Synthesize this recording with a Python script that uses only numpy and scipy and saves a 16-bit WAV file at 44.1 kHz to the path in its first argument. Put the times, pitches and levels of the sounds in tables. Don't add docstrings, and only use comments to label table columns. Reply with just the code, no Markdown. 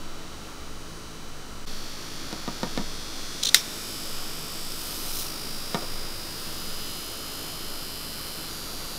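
import sys
import numpy as np
from scipy import signal
from scipy.fft import rfft, irfft, next_fast_len
from scipy.io import wavfile
from scipy.ndimage import uniform_filter1d, map_coordinates

SR = 44100
rng = np.random.default_rng(int(sys.argv[2]) if len(sys.argv) > 2 else 0)


def materialize(psi):
    bounded = np.clip(np.atleast_2d(psi).T, -1, 1)
    quanta = np.round(bounded * 32767).astype(np.int16)
    wavfile.write(sys.argv[1], SR, quanta)


def gain_from_db(level_db):
    decades = np.asarray(level_db, float) / 20
    return 10 ** decades


N = 396018

# time_s, speed_rev_per_s
SPIN = [(0, 54.02), (3.5, 53.81), (4.6, 53.97), (4.9, 53.93), (5.27, 52.9)]
FREE_REV_PER_S, RECOVER_S, LAST_REV_PER_S = 55.08, 1.1, 54.51
# arrival_s, move_s
MOVES = [
    (1.66, .004),
    (3.7, .45),
    (5.2, .3),
    (6.6, .6),
    (8.497, .004),
]
CUT_S, CUT_FADE_IN_S, CUT_FADE_OUT_S = 1.657, 0.016, 0.007
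# time_s, level_db
NEAR = [(0, -52), (1.65, -49.5), (1.67, -42), (3, -40.5), (3.6, -38), (8.98, -38.5)]
# freq_hz, density_db_per_hz
WHIR_COLOUR = [
    [(1500, -10), (2090, -8), (2840, -22), (3070, -8), (3550, -24), (3920, 2), (6210, -1), (15600, -19)],
    [(1500, -6.5), (2600, -10), (3520, -2), (4320, -1.5), (5800, -3.5), (8170, -11.5), (12500, -16),
     (15600, -21)],
    [(1500, -14.5), (2840, -8.5), (4120, -5), (5110, .5), (6030, -8.5), (11400, -9.5), (12500, -8),
     (15600, -18)],
    [(1500, -16.5), (4490, -7), (4860, -2), (5630, -5.5), (6090, -13.5), (7260, -13.5), (11000, -12.5),
     (15600, -17.5)],
    [(1500, -12), (2450, -13.5), (2920, -7), (3920, -4), (5060, -1.5), (6500, -10), (12700, -10),
     (15600, -15)],
    [(1500, -15), (2450, -14), (2950, -8.5), (4810, -3), (6780, -7), (7260, -11.5), (12300, -8.5),
     (15600, -18)],
]
# freq_hz, width_hz, level_db
WHIR_PEAKS = [
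    [(7180, 41, -7), (7750, 24, 3), (9120, 29, 3), (9500, 28, 3), (12200, 39, -6)],
    [(6010, 28, -13), (6800, 20, 2), (9100, 25, 10), (11640, 23, -10), (11800, 24, -8)],
    [(6690, 32, 0.56), (7800, 37, -1), (7860, 32, -1), (9200, 170, 0.19), (11000, 91, -2), (12700, 63, -2)],
    [(6800, 78, 1), (8400, 58, -5), (9150, 43, 3), (9970, 52, 2), (12400, 73, 0), (12700, 66, -2)],
    [(6800, 36, 6), (7740, 140, -6), (9500, 46, 1), (10200, 180, -2), (10900, 80, -6), (12500, 500, -2),
     (13200, 62, -8)],
    [(6800, 35, -4), (7800, 31, -1), (9000, 26, -7), (9800, 110, 1), (11300, 34, 7), (12500, 45, -4)],
]
# freq_hz, density_db_per_hz
WHIR_FOOT = (840, -40)
# order_per_rev, level_db
WHINES = [
    [(56, -57), (72, -59), (83, -60), (91, -59), (106, -58.5)],
    [(63, -57), (78, -53), (83, -47), (91, -53), (99, -56), (107, -56)],
    [(56, -48), (91, -46.5), (92, -46.5), (95, -53), (98, -49), (103, -54)],
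    [(88, -52), (91, -45), (92, -54), (106, -55), (183, -57)],
    [(55, -48), (75, -46), (87, -52), (90, -51), (92, -52), (98, -53)],
    [(75, -49.5), (83, -50), (85, -49), (87, -52), (90, -49)],
]
# order_per_rev, level_db
LOW_ORDERS = [(2, -56), (3, -53), (4, -55), (5, -55.5), (6, -55.5), (8, -58.5), (25, -61)]
THROB_DB, LOPSIDED_DB, EVEN_OUT_S = 0.8, 2.5, 0.4

# start_s, length_s, level_db, brightness_db
RASPS = [
    (3.433, .004, -17.5, 0.5),
    (3.4525, 0.0052, -18, 0.5),
    (3.469, 0.0084, -17.5, -6),
    (3.488, 0.0071, -23, -1),
]
# freq_hz, width_hz, level_db
RASP_BODY = [(3950, 1100, 2.5), (5640, 1900, 2.5), (8700, 2000, -5.5), (13000, 5000, -12)]
RASP_T60_S, LEAD_S, LEAD_LENGTH_S, LEAD_DB = 0.012, 0.004, 0.002, -5
SNAP_S, SNAP_DB, SNAP_LENGTH_S, SNAP_T60_S = 3.5445, -0.5, 0.0017, 0.0095
ECHO_DELAY_S, ECHO_DB, ECHO_T60_S = 0.00113, -16.5, 0.18
# freq_hz, density_db_per_hz
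SNAP = [(500, -45), (900, -27), (1400, -4), (2100, -1.5), (2800, -15), (3700, 1.5), (4600, -3.5),
        (5800, -4), (8500, -11), (12600, -17.5), (16000, -20)]
# freq_hz, density_db_per_hz
SNAP_ECHO = [(470, -54), (800, -22), (1200, -22), (1700, -9), (2950, -10), (3600, -0.5), (4570, -7),
             (5510, 1.5), (6650, -10.5), (14800, -17), (16000, -27)]

# start_s, peak_db, tick_over_thud_db, boom_db, rattle_db
KNOCKS = [
    (2.3283, -21.5, -10, -1, -27),
    (2.4784, -18.5, -11, 0, -27),
    (2.632, -13.5, -12.5, -2, -27),
    (2.776, -15, -10.5, -0.5, -26.5),
    (5.7456, -12, -11, -6.5, -26),
    (5.8232, -29, -6, -6, -19),
]
# freq_hz, level_db, t60_s
TUB = [(180, -6.5, 0.034), (223, 8.5, 0.026), (315, -3, 0.037), (422, -4, 0.02), (500, -4.5, 0.036),
       (610, -5, 0.041), (706, -3, 0.041), (865, -10.5, 0.019), (946, -6, 0.057), (1100, -13.5, 0.035),
       (1218, -5.5, 0.05), (1415, -11.5, .04), (1820, -9, 0.032), (2235, -12, 0.024)]
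# freq_hz, level_db, t60_s
STEEL = [(2970, -4, .007), (3780, 6, 0.006), (4800, -4.5, 0.015), (5350, -6, 0.012)]
BOOM_BELOW_HZ = 270

# freq_hz, density_db_per_hz
SUGAR = [(1470, -31), (2500, -13), (3290, -8), (4150, -2), (4510, -12), (5020, -1.5), (7420, -8),
         (12300, -4.5), (15600, -8.5)]
# time_s, peak_db
CRYSTALS = [
    (4.7197, -18),
    (4.7914, -24),
    (4.8614, -24),
    (4.9074, -23),
    (5.2654, -23),
]
POUR_START_S, POUR_RISE_S, STREAM_DB = 4.65, 0.22, -36
RUSH_S, RUSH_DB, RUSH_SWELL_DB_PER_S, POUR_STOP_DB_PER_S = 5.2, -29.5, 45, 120

# freq_hz, density_db_per_hz
STALL = [(41, -34), (70, -5), (112, -3.5), (133, -3.5), (155, 0), (190, -3.5), (207, -3), (295, -3),
         (327, -1.5), (872, -8.5), (1310, -4.5), (1720, -12.5), (4000, -14), (5200, -49), (8800, -120)]
# freq_hz, density_db_per_hz
DEEP = [(18, -20), (27, 5), (50, 4), (80, -2), (120, -29)]
DEEP_DB = [-55, -61, -61, -60, -62, -52]
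RUMBLE_DB, RUMBLE_FOLLOWS = -42, 0.18
MAINS_HZ, MAINS_DB = 58.6, -51.0
# peak_s, level_db
GUSTS = [(.07, -30.5), (.71, -33.5), (1.3, -33.5), (1.72, -28), (2.18, -33.5), (2.46, -34.5), (2.8, -28),
         (3.2, -32), (4.17, -29), (4.65, -31.5), (5.11, -30.5), (5.55, -31.5), (5.95, -28.5), (6.49, -34),
         (6.72, -30.5), (7.7, -33), (8.78, -36)]
GUST_RISE_DB_PER_S, GUST_FALL_DB_PER_S, CALM_DB = 56, 36, -41.5


def spinner(whir_db, here):
    t = np.arange(N) / SR
    since_s = np.maximum(t - SPIN[-1][0], 0)
    recovery = (FREE_REV_PER_S - SPIN[-1][1]) * (1 - np.exp(-since_s / RECOVER_S))
    speed = in_time(SPIN)[0] + recovery
    turns = np.cumsum(np.where(t < MOVES[-1][0], speed, LAST_REV_PER_S)) / SR

    air, whir = rng.standard_normal(N), 0
    for share, spectrum, peaks in zip(here, WHIR_COLOUR, WHIR_PEAKS):
        source = turn_pattern(turns, keep=0.88, lumpy_db=2.0) + gain_from_db(-9) * air
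        whir = whir + np.sqrt(share) * colour(source, [WHIR_FOOT] + list(spectrum), peaks, lift=0.31)
    whir = gain_from_db(whir_db + 0.36 * drift(5)) * whir

    swells = [gain_from_db(1.1 * drift(1.505)) for _ in range(6)]
    for share, orders in zip(here, WHINES):
        on = share > 0
        for (order, db), swell in zip(orders, swells):
            whine = np.sin(2 * np.pi * (round(order) * turns[on] + rng.random()))
            whir[on] += share[on] * gain_from_db(db) * swell[on] * whine

    loaded = np.clip((t - RUSH_S) / 0.1, 0, 1) * np.exp(-since_s / EVEN_OUT_S)
    throb = gain_from_db((THROB_DB + LOPSIDED_DB * loaded) * np.cos(2 * np.pi * (turns + 0.25)))
    hum = np.zeros(N)
    for order, db in LOW_ORDERS:
        level = gain_from_db(db + 1.0 + 2.24 * drift(2.51))
        hum += level * np.sin(2 * np.pi * (round(order) * turns + rng.random()))
    return throb * whir + hum


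def turn_pattern(turns, keep, lumpy_db):
    size, frames = 4096, 40
    shape = (1, frames, 330)
    harmonics = rng.standard_normal(shape) + 1j * rng.standard_normal(shape)
    keep = np.clip(keep, 0, 0.99)
    settled = harmonics[:, :1] * keep / np.sqrt(1 - keep ** 2)
    harmonics = signal.lfilter([1], [1, -keep], harmonics, axis=1, zi=settled)[0]
    harmonics = harmonics / np.abs(harmonics) ** 0.2
    lumps = irfft(rng.standard_normal(7) + 1j * rng.standard_normal(7), size)
    lumps = rms_one(lumps - lumps.mean())
    table = rms_one(irfft(harmonics[0], size)) * gain_from_db(lumpy_db * lumps)
    where = [np.linspace(0, frames - 1, N), turns % 1 * size]
    return rms_one(map_coordinates(table, where, order=1, mode="grid-wrap"))


def switch():
    grit = rng.standard_normal(N) * gain_from_db(3.5 * drift(1300))
    body = []
    for hz, width_hz, db in RASP_BODY:
        body.append(gain_from_db(db) * rms_one(band(grit, hz - width_hz / 2, hz + width_hz / 2)))
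    rasp = np.zeros(N)
    for s, length_s, db, bright_db in RASPS:
        catch = gain_from_db(LEAD_DB) * burst(s - LEAD_S, LEAD_LENGTH_S, RASP_T60_S)
        slip = burst(s, length_s, RASP_T60_S) + catch
        rasp += gain_from_db(db) * slip * (body[0] + gain_from_db(bright_db) * sum(body[1:]))

    snap = gain_from_db(SNAP_DB) * burst(SNAP_S, SNAP_LENGTH_S, SNAP_T60_S) * colour(rng.standard_normal(N), SNAP)
    thin = signal.butter(2, 900, "high", fs=SR, output="sos")
    snap = signal.sosfilt(thin, snap)
    echo = burst(SNAP_S + ECHO_DELAY_S, 0, ECHO_T60_S) * colour(rng.standard_normal(N), SNAP_ECHO)
    return 0.55 * rasp + snap + gain_from_db(ECHO_DB) * echo


def knocks():
    out, size = np.zeros(N), SR // 3
    t = np.arange(size) / SR
    light = signal.butter(4, 160, "high", fs=SR, output="sos")
    click = 1. * (t == 0)
    for s, db, tick_db, boom_db, rattle_db in KNOCKS:
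        noise = rng.standard_normal((len(TUB), size))
        spread_db = rng.normal(0, 0.5, len(TUB))
        pushes = click + gain_from_db(rattle_db) * noise * gain_from_db(-60 * t / 0.16)
        thud = np.zeros(size)
        for (hz, mode_db, t60_s), extra_db, push in zip(TUB, spread_db, pushes):
            thud += gain_from_db(mode_db + extra_db + boom_db * (hz < BOOM_BELOW_HZ)) * ring(push, hz, t60_s)
        thud = signal.sosfilt(light, thud)
        tick = sum(gain_from_db(mode_db) * ring(click, hz, t60_s) for hz, mode_db, t60_s in STEEL)
        shiver = band(noise[0], 1500, 4500) * gain_from_db(-60 * t / 0.07)
        tick = tick + gain_from_db(-9 - 1.1 * boom_db) * shiver
        out[round(s * SR):][:size] += gain_from_db(db) * (thud / np.abs(thud).max() + gain_from_db(tick_db) * tick)
    return out


def sugar():
    hits = rng.random(N) < 8000 / SR
    grains = hits * rng.standard_normal(N) * gain_from_db(2.0 * np.minimum(rng.exponential(1, N), 3))
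    lone = np.zeros(N)
    for s, db in CRYSTALS:
        lone[round((s + 0.001) * SR)] = gain_from_db(db - 4)
    rush_db = peak_db(RUSH_S, RUSH_DB, RUSH_SWELL_DB_PER_S, POUR_STOP_DB_PER_S)
    stream_db = peak_db(RUSH_S, STREAM_DB, 0, POUR_STOP_DB_PER_S)
    tipped = np.clip((np.arange(N) / SR - POUR_START_S) / POUR_RISE_S, 0, 1)
    pour = tipped * gain_from_db(np.maximum(rush_db, stream_db) - 2) * colour(grains, SUGAR)
    return pour + ring(lone, 5200, 0.004) + ring(lone, 9500, 0.002)


def stall(rumble_db, deep_db, sway_db):
    rumble = gain_from_db(rumble_db + 0.5 * drift(4)) * colour(rng.standard_normal(N), STALL)
    deep = gain_from_db(deep_db + 5) * colour(rng.standard_normal(N), DEEP)
    mains = gain_from_db(MAINS_DB + 2.0 * drift(3)) * np.sin(2 * np.pi * MAINS_HZ * np.arange(N) / SR)
    sway = np.sin(2 * np.pi * np.cumsum(13.2 + 1.15 * drift(3)) / SR)
    return rumble + deep + mains + gain_from_db(uniform_filter1d(sway_db, size=2000) + 3) * sway


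def places():
    t = np.arange(N) / SR
    moved = [np.clip(0.5 + (t - s) / move_s, 0, 1) for s, move_s in MOVES]
    return -np.diff([np.ones(N)] + moved + [np.zeros(N)], axis=0)


def rms_one(x):
    return x / np.sqrt(np.mean(x ** 2) + 1e-20)


def in_time(rows):
    s, *columns = np.transpose(rows)
    return [np.interp(np.arange(N) / SR, s, c) for c in columns]


def colour(x, spectrum, peaks=(), lift=0.):
    size = next_fast_len(N)
    hz = np.arange(size // 2 + 1) * SR / size + 1
    spectrum_hz, spectrum_db = np.transpose(spectrum)
    gain = gain_from_db(np.interp(np.log(hz), np.log(spectrum_hz), spectrum_db))
    for centre_hz, width_hz, db in peaks:
        top = lift * gain_from_db(db) * gain.max()
        gain = gain + top / (1 + (2 * (hz - centre_hz) / max(width_hz, 40)) ** 2)
    return rms_one(irfft(rfft(x, size) * gain, size)[:N])


def band(x, low_hz, high_hz):
    return signal.sosfilt(signal.butter(2, [low_hz, high_hz], "band", fs=SR, output="sos"), x)


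def drift(rate_hz):
    knots = rng.standard_normal(int(N / SR * rate_hz) + 3)
    return rms_one(map_coordinates(knots, [np.arange(N) / SR * rate_hz], order=3))


def ring(x, hz, t60_s):
    r, w = gain_from_db(-60 / (t60_s * SR)), 2 * np.pi * hz / SR
    return signal.lfilter([0, np.sin(w)], [1, -2 * r * np.cos(w), r * r], x + 1e-18)


def burst(start_s, length_s, t60_s):
    t = np.arange(N) / SR - start_s
    return (t >= 0) * gain_from_db(-60 * np.clip(t - length_s, 0, 3 * t60_s) / t60_s)


def peak_db(s, db, rise_db_per_s, fall_db_per_s):
    t = np.arange(N) / SR - s
    return db - np.where(t < 0, -rise_db_per_s * t, fall_db_per_s * t)


def scene():
    whir_db, here = in_time(NEAR)[0], places()
    rumble_db = RUMBLE_DB + RUMBLE_FOLLOWS * (whir_db - whir_db.max())
    gusts = [peak_db(s, db, GUST_RISE_DB_PER_S, GUST_FALL_DB_PER_S) for s, db in GUSTS]
    sway_db = np.maximum(np.max(gusts, axis=0), CALM_DB)
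    mix = spinner(whir_db, here) + switch() + knocks() + sugar()
    mix = mix + stall(rumble_db, np.dot(DEEP_DB, here), sway_db)
    t = np.arange(N) / SR - CUT_S
    fade = np.clip(np.where(t < 0, -t / CUT_FADE_OUT_S, t / CUT_FADE_IN_S), 0, 1)
    return np.stack([mix, mix]) * fade


def low_pass(x):
    return signal.sosfilt(signal.butter(12, 16270, fs=SR, output="sos"), x)


def record(dry):
    top = signal.cheby2(24, 45, 15820, fs=SR, output="sos")
    mix = signal.sosfilt(top, np.clip(dry, -1, 1))
    return low_pass(mix)


dry = scene()
out = record(dry)
materialize(out)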